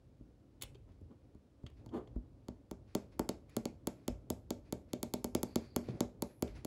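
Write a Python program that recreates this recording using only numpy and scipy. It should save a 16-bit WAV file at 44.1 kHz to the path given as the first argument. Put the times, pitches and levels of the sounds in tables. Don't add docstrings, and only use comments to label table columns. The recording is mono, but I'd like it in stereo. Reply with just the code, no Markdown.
import sys
import numpy as np
from scipy import signal
from scipy.fft import rfft, irfft, next_fast_len
from scipy.io import wavfile
from scipy.ndimage import uniform_filter1d, map_coordinates

SR = 44100
rng = np.random.default_rng(int(sys.argv[2]) if len(sys.argv) > 2 else 0)


def gain_from_db(level_db):
    decades = np.asarray(level_db, float) / 20
    return 10 ** decades


def to_wav(sig):
    pcm = np.clip(np.atleast_2d(sig), -1, 1) * 32767
    pcm = np.round(pcm).astype(np.int16)
    wavfile.write(sys.argv[1], SR, pcm.T)


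N = 293706

# time_s, level_db
HAND_STIR = [(0.0, -62.5), (0.91, -60.5), (1.63, -63.5), (1.84, -54.5), (2.45, -60), (2.82, -60),
             (3.13, -57), (3.89, -59), (4.19, -58.5), (5.03, -57.5), (5.17, -57.5), (5.45, -52.5),
             (5.62, -62.5), (5.94, -47), (6.29, -62), (6.66, -52.5)]
# pitch_hz, level_db_per_hz
RUMBLE_TONE = [(15, -62), (25, -36), (43, 2.5), (70, 4.5), (129, 1.5), (200, -23.5), (260, -57),
               (440, -120)]
# pitch_hz, level_db_per_hz
HUM_TONE = [(71, -34.5), (120, -11.5), (189, -15), (292, -10.5), (356, -17.5), (500, -19.5), (521, -16.5),
            (1500, -43), (1950, -79.5), (3300, -120)]
# pitch_hz, level_db_per_hz
HISS_TONE = [(590, -19), (1000, -1), (1350, -4.5), (3120, -9.5), (5060, -11), (12300, -21.5), (13400, -36),
             (15000, -35), (15600, -22)]
# pitch_hz, likeness (-1 to 1)
LEFT_RIGHT_LIKENESS = [(60, 0.89), (130, 0.49), (290, 0.65), (640, -0.55), (1410, 0.0021), (3100, 0.061),
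                       (6820, -0.095), (15000, 0.48)]
# pitch_hz, left_minus_right_db
LEFT_RIGHT_BALANCE = [(60, -5), (110, 4.5), (200, -2.5), (380, 7), (700, 4), (1290, 0.5), (2380, 1.5),
                      (4400, 3), (8120, 2), (15000, -6)]
# start_s, hold_s, level_db
RUSTLES = [(0.89, .03, -83.5), (1.77, 0.03, -80.5), (2.88, 0.15, -77.5), (3.122, 0.008, -74),
           (3.494, .055, -73.5), (3.96, .1, -82), (4.654, .03, -77.5), (4.89, 0.0234, -78),
           (5.48, 0.044, -75), (5.6, 0.055, -70), (5.84, 0.036, -69), (5.888, 0.0087, -66),
           (5.95, 0.046, -76.5), (6.29, 0.025, -75.5), (6.476, 0.0064, -64.5), (6.556, 0.016, -65)]
# pitch_hz, level_db_per_hz
CLOTH_TONE = [(410, -50), (700, -11), (1340, -12), (2490, -11.5), (2960, -19.5), (4580, -16.5),
              (9600, -34.5), (11200, -28), (13200, -86.5), (15900, -34), (16500, -52)]
# start_s, hold_s, level_db
SLIDES = [
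    (5.46, 0.077, -71.5),
    (5.6, 0.23, -72),
]
# pitch_hz, level_db_per_hz
SKIN_TONE = [(1200, -36), (1900, -7), (2600, -4), (3300, -22), (4650, 11), (5600, -26), (11200, -25),
             (13000, -44)]
# start_s, hold_s, level_db
GRAZES = [
    (5.93, 0.056, -99),
    (6.27, 0.148, -77.5),
]
# pitch_hz, level_db_per_hz
GRAZE_TONE = [(8000, -38), (10200, -10), (11300, -6), (12300, -20), (13000, -48)]
# start_s, desk_thump_db, deep_thud_db, firmness_db
PAD_TAPS = [
    (0.2062, -56.5, -51.5, -40.5),
    (1.012, -57.5, -52.5, -33),
    (1.3489, -56.5, -57.5, -13.5),
    (1.6356, -51.5, -43.5, -17),
    (1.862, -52, -54, -7),
    (2.1595, -42.5, -37, -21),
]
# start_s, desk_thump_db, nail_click_db, edge_above_8_khz_db, glass_ring_over_usual_db
NAIL_TAPS = [(2.4843, -40, -42.5, -18.5, -2), (2.7124, -40, -40.5, -12, 0), (2.9505, -28.5, -27, -12, 0),
             (3.1944, -29, -30, -8.5, 5), (3.2911, -31, -26, -15.5, 1), (3.5665, -30.5, -30, -6, 0),
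             (3.6548, -33, -30, -15.5, -3.5), (3.8718, -31.5, -29, -6.5, 1.5), (4.08, -31, -27.5, -14, -1),
             (4.3025, -31.5, -30.5, -4.5, -1.5), (4.5057, -32, -29, -12.5, -2),
             (4.725, -33, -32.5, -7.5, -2.5), (4.9332, -33, -31, -13, -4.5), (5.03, -34.5, -29.5, -5.5, 1),
             (5.1381, -31.5, -27.5, -10, -0.5), (5.244, -33, -30.5, -6, 0.5), (5.35, -27, -25, -11.5, -0.5),
             (5.4313, -32.5, -30.5, -3.5, 2), (5.5582, -27.5, -25.5, -10.5, -0.5),
             (5.7627, -28.5, -25.5, -7.5, 3), (6.0062, -27, -25, -13, 1), (6.2225, -32, -29.5, -5, 1),
             (6.4242, -28.5, -28, -10, -2), (6.6483, -37, -35, -9, -2.5)]
# pitch_hz, level_db
NAIL_TONE = [(900, -60.5), (1500, -37), (2200, 3), (3000, -3.5), (3700, 3), (4600, 8), (5800, 3.5),
             (7100, 2.5), (9000, -7.5), (11200, -1.5), (13000, -5.5), (15000, -10), (17000, -17.5)]
# pitch_hz, level_db, time_to_fall_60_db_s
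GLASS_MODES = [(902.6, 4, 0.031), (1006, 16, 0.0068), (1238.6, 27, 0.0029)]
# pitch_hz, level_db, time_to_fall_60_db_s
DESK_MODES = [(131, -16.5, 0.13), (195.2, -9, 0.15), (237.3, -4.5, 0.15), (295, -8, 0.015),
              (311, -7, 0.056), (399.3, -8.5, 0.048), (608, -0.5, 0.036), (650, -2.5, 0.0097),
              (897, -8, 0.026)]
# start_s, peak_db, brightness_above_7_khz_db, knock_db
TICKS = [(0.6128, -40.5, -6, -10), (0.6213, -30, 7.5, -13), (0.6334, -33, 0, 1), (0.651, -48, -27, 5),
         (0.7464, -50, -43, -30), (0.7529, -52, -54, 10), (1.0095, -76.5, 12, -10), (0.8894, -67, -25, 13),
         (0.9197, -64, -17, -9), (1.664, -40.5, -42, -1), (1.6994, -62, -4, 18), (1.8903, -52, -39, 6),
         (2.0736, -54, -47, 15), (3.495, -59, 6, -5), (5.8869, -47, -44, 22.5), (5.9044, -51, -28, 18),
         (6.4764, -47.5, -11, 0), (6.5538, -56, -23, 15.5)]
# start_s, peak_db, pitch_hz, time_to_fall_60_db_s
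BUMPS = [
    (0.64, -49, 56, 0.24),
    (4.1, -37.5, 54.8, 0.3),
    (5.887, -31, 124.4, 0.14),
    (5.947, -42, 145.4, 0.059),
    (6.501, -44, 55, 0.42),
    (6.571, -44, 89.2, 0.044),
]
# start_s, hold_s, level_db
SCUFFS = [
    (0.88, 0.0196, -66.5),
    (1.11, 0.013, -60.5),
    (1.94, 0.035, -41),
]
# pitch_hz, level_db_per_hz
DRAG_TONE = [(47, -41), (80, -25), (167, -20), (243, -6.5), (624, -18), (837, -20), (1470, -27.5),
             (2150, -41.5), (12000, -65.5), (15600, -75), (22000, -120)]
# pitch_hz, left_minus_right_db
PORT_BALANCE = [(50, 3.5), (120, 11.5), (240, 4), (350, 5), (600, 10.5), (1000, 17.5), (1300, 10),
                (1600, 3), (2200, 11), (3000, 1), (4000, 6), (6000, 7), (9000, 5.5), (15000, -5)]
# pitch_hz, left_lead_radians
PORT_LEAD = [(0, 0), (340, 0.6), (780, -3.7), (1380, -3.5), (2580, -2.9), (3700, 0.9), (4740, 9.0),
             (5770, 9.5), (7240, 12.8), (8530, 9.6), (8960, 9.5), (14800, 0.7), (15800, -0.5), (16700, 0.1)]
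# pitch_hz, time_to_fall_60_db_s
ROOM_FADE = [(100, 0.28), (300, 0.31), (700, 0.27), (2000, 0.26), (5000, 0.24), (9000, 0.24), (14000, 0.43)]
# pitch_hz, level_db
ROOM_LEVEL = [(100, -18), (400, -7), (1500, -16), (3000, -10), (5000, -17.5), (8000, -14), (12000, -24),
              (13200, -39), (14500, -21), (15600, -31), (16000, -52.5)]


def unit(x):
    return x / np.sqrt(np.mean(x ** 2) + 1e-20)


def along(points, hz):
    f, v = np.transpose(points)
    return np.interp(np.log(hz + 1), np.log(f + 1), v)


def curve(rows):
    return np.interp(np.arange(N) / SR, *np.transpose(rows))


def wobble(rate):
    knots = rng.standard_normal(int(N * rate / SR) + 4)
    return map_coordinates(knots, [np.arange(N) * rate / SR])


def filtered(x, response):
    m = 2 * next_fast_len(N // 2 + SR // 4)
    return irfft(rfft(x, m) * response(np.fft.rfftfreq(m, 1 / SR)), m)[..., :N]


def causal(points, hz):
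    c = irfft(np.log(gain_from_db(along(points, hz))))
    c[1:len(c) // 2] *= 2
    c[len(c) // 2 + 1:] = 0
    return np.exp(rfft(c))


def ring(modes, t, spread_db, attack):
    x = np.zeros(len(t))
    for hz, db, t60 in modes:
        fade = gain_from_db(db + spread_db * rng.standard_normal() - 60 * t / t60)
        x += fade * np.sin(2 * np.pi * hz * t)
    x = x * (1 - np.exp(-t / attack))
    return x / np.abs(x).max()


def add(track, s, x):
    i = round(s * SR)
    track[i:i + len(x)] += x


def strokes(rows, rise, fall):
    t = np.arange(N) / SR
    gain = np.zeros(N)
    for s, hold, db in rows:
        before, after = np.maximum(s - t, 0), np.maximum(t - s - hold, 0)
        gain += gain_from_db(db - 60 * before / rise - 60 * after / fall)
    return gain


def rush(tone):
    def middle_and_side(hz):
        turn = np.arccos(np.clip(along(LEFT_RIGHT_LIKENESS, hz), -1, 1)) / 2
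        return gain_from_db(along(tone, hz)) * (hz < 15800) * np.array([np.cos(turn), np.sin(turn)])

    mid, side = filtered(rng.standard_normal((2, N)), middle_and_side)
    balance = lambda hz: gain_from_db(np.outer([0.5, -0.5], along(LEFT_RIGHT_BALANCE, hz)))
    return unit(filtered(np.array([mid + side, mid - side]), balance))


def background():
    stir_db = curve(HAND_STIR) + 57
    rumble_db = -58.5 + 0.82 * stir_db + 2.4 * wobble(15) + 1.1 * wobble(2.7)
    rumble = gain_from_db(rumble_db) * rush(RUMBLE_TONE)
    hum = gain_from_db(-60.5 + stir_db + 1.5 * wobble(21)) * rush(HUM_TONE)
    rustle = strokes(RUSTLES, rise=0.04, fall=0.26) * gain_from_db(4.0 + 0.48 * wobble(19)) * rush(CLOTH_TONE)
    slide = strokes(SLIDES, rise=0.15, fall=0.21) * rush(SKIN_TONE)
    graze = strokes(GRAZES, rise=0.19, fall=0.22) * rush(GRAZE_TONE)
    hiss = gain_from_db(-81.5) * rush(HISS_TONE)
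    return rumble + hum + rustle + slide + graze + hiss


def blows():
    taps_list = []
    for s, thump, thud, firm in PAD_TAPS:
        click = thump + 1.84 * firm + 12.5
        taps_list.append((s, click, -16, thump + firm, thump, thud))
    for s, thump, click, edge, extra_ring in NAIL_TAPS:
        glass = -38 + 0.87 * (thump + 29) + extra_ring
        thud = thump - 16.5 - 2.8 * (click - thump)
        taps_list.append((s, click, edge, glass, thump, thud))
    return taps_list


def contact(noise):
    t = np.arange(len(noise)) / SR
    burst = noise * gain_from_db(12 - 60 * t / 0.0022)
    burst[[0, 9, 22]] += [2.5, -1.5, 1.1]
    z = rfft(burst)
    return irfft(z / uniform_filter1d(np.abs(z), size=13)) * (t < 0.006)


def nail_click(habit):
    burst = contact(habit + 0.27 * rng.standard_normal(512))
    t = np.arange(400) / SR
    burst[:400] += rng.standard_normal(400) * gain_from_db(-30.5 - 60 * t / 0.016)
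    return burst


def desk_thump(t, soft):
    push = 1.23 * np.exp(-((t - 0.0015) / (0.00029 * soft)) ** 2)
    modes = [(hz * (1 + 0.021 * rng.standard_normal()), db - 0.017 * hz * (soft - 1), t60)
             for hz, db, t60 in DESK_MODES]
    wood = ring(modes, t, spread_db=2.0, attack=0.00005 * soft ** 3.37)
    return np.pad(wood, (88, 0))[:len(t)] - push


def deep_thud(t):
    modes = [(hz * (1 + 0.039 * rng.standard_normal()), db, t60)
             for hz, db, t60 in [(52.0, 0.5, 0.14), (75.0, 0.5, 0.22), (115, -1.5, 0.11)]]
    return ring(modes, t, spread_db=12.0, attack=0.0025)


def taps():
    nail, body, t = np.zeros((2, N + SR)), np.zeros(N + SR), np.arange(SR // 3) / SR
    habit = rng.standard_normal(512)
    for s, click_db, edge_db, glass_db, thump_db, thud_db in blows():
        click = nail_click(habit)
        add(nail[0], s, gain_from_db(click_db + 19.0) * click)
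        add(nail[1], s, gain_from_db(click_db + edge_db + 30.5) * click)
        glass = ring(GLASS_MODES, t, spread_db=-2.3, attack=0.002)
        add(body, s + 0.00027, gain_from_db(glass_db + 13.5) * glass)
        soft = 0.5 + 0.044 * np.clip(thump_db - click_db + 23.5, 0, 40)
        add(body, s + 0.003203, gain_from_db(thump_db + 10) * desk_thump(t, soft))
        add(body, s + 0.0035, gain_from_db(thud_db + 8.5) * deep_thud(t))

    def click_and_edge(hz):
        top = 1 / (1 + (8000 / (hz + 1)) ** 8)
        return causal(NAIL_TONE, hz) * np.array([1 - top, top])

    return filtered(nail[:, :N], click_and_edge).sum(0) + body[:N]


def room(x):
    out, step = np.zeros((2, N + SR)), SR // 3
    for i in range(0, N, step):
        hz, t, z = signal.stft(rng.standard_normal((2, SR // 2)), SR, nperseg=256)
        fade = gain_from_db(-60 * t / along(ROOM_FADE, hz)[:, None])
        tail = signal.istft(z * fade, SR, nperseg=256)[1]
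        tail = tail * (1 - np.exp(-np.arange(tail.shape[1]) / 90))
        tail = np.pad(tail, ((0, 0), (60, 0))) / np.linalg.norm(tail[0])
        wet = signal.fftconvolve(x[None, i:i + step], tail, axes=1)
        out[:, i:i + wet.shape[1]] += wet
    return filtered(out[:, :N], lambda hz: gain_from_db(along(ROOM_LEVEL, hz)))


def ports(x):
    right = lambda hz: gain_from_db(-along(PORT_BALANCE, hz)) * np.exp(-1j * along(PORT_LEAD, hz))
    return np.array([x, filtered(x, right)])


def ticks():
    tracks, t = np.zeros((3, N + SR)), np.arange(SR // 10) / SR
    for s, db, bright_db, knock_db in TICKS:
        shape = gain_from_db(db - 60 * t / 0.028) * (1 - np.exp(-t / 0.00054))
        crack = shape * rng.standard_normal(len(t))
        add(tracks[0], s, gain_from_db(knock_db + 14) * crack)
        add(tracks[1], s, gain_from_db(5.0) * crack)
        add(tracks[2], s, gain_from_db(bright_db - 3.5) * crack)

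    def bands(hz):
        low = (hz / 150) ** 2 / (1 + (hz / 150) ** 2) / (1 + (hz / 700) ** 4)
        middle = 1 / (1 + (1100 / (hz + 1)) ** 4) / (1 + (hz / 5000) ** 4)
        high = 1 / (1 + (6000 / (hz + 1)) ** 6) / (1 + (hz / 13500) ** 6)
        return np.array([low, middle, high])

    return filtered(tracks[:, :N], bands).sum(0)


def bumps():
    out, t = np.zeros(N + SR), np.arange(SR // 2) / SR
    for s, db, hz, t60 in BUMPS:
        modes = [(hz, 0, t60), (1.6 * hz, -6, t60), (2.2 * hz, -13, 0.9 * t60)]
        add(out, s, gain_from_db(db + 4) * ring(modes, t, spread_db=3, attack=0.0035))
    return out[:N]


def scuff():
    grips = rng.standard_normal(N) * gain_from_db(0.77 * wobble(70.9))
    level = gain_from_db(6.0) * strokes(SCUFFS, rise=0.062, fall=0.15)
    return level * unit(filtered(grips, lambda hz: gain_from_db(along(DRAG_TONE, hz))))


def scene():
    near = taps() + ticks() + bumps() + scuff()
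    return ports(near) + room(near) + background()


def roll_off(x):
    return signal.sosfilt(signal.butter(12, 17160, fs=SR, output="sos"), x)


def record(dry):
    band = lambda hz: 1 / (1 + (hz / 16400) ** 60) / (1 + (32 / (hz + 1)) ** 4)
    return roll_off(filtered(dry, band))


dry = scene()
out = record(dry)
to_wav(out)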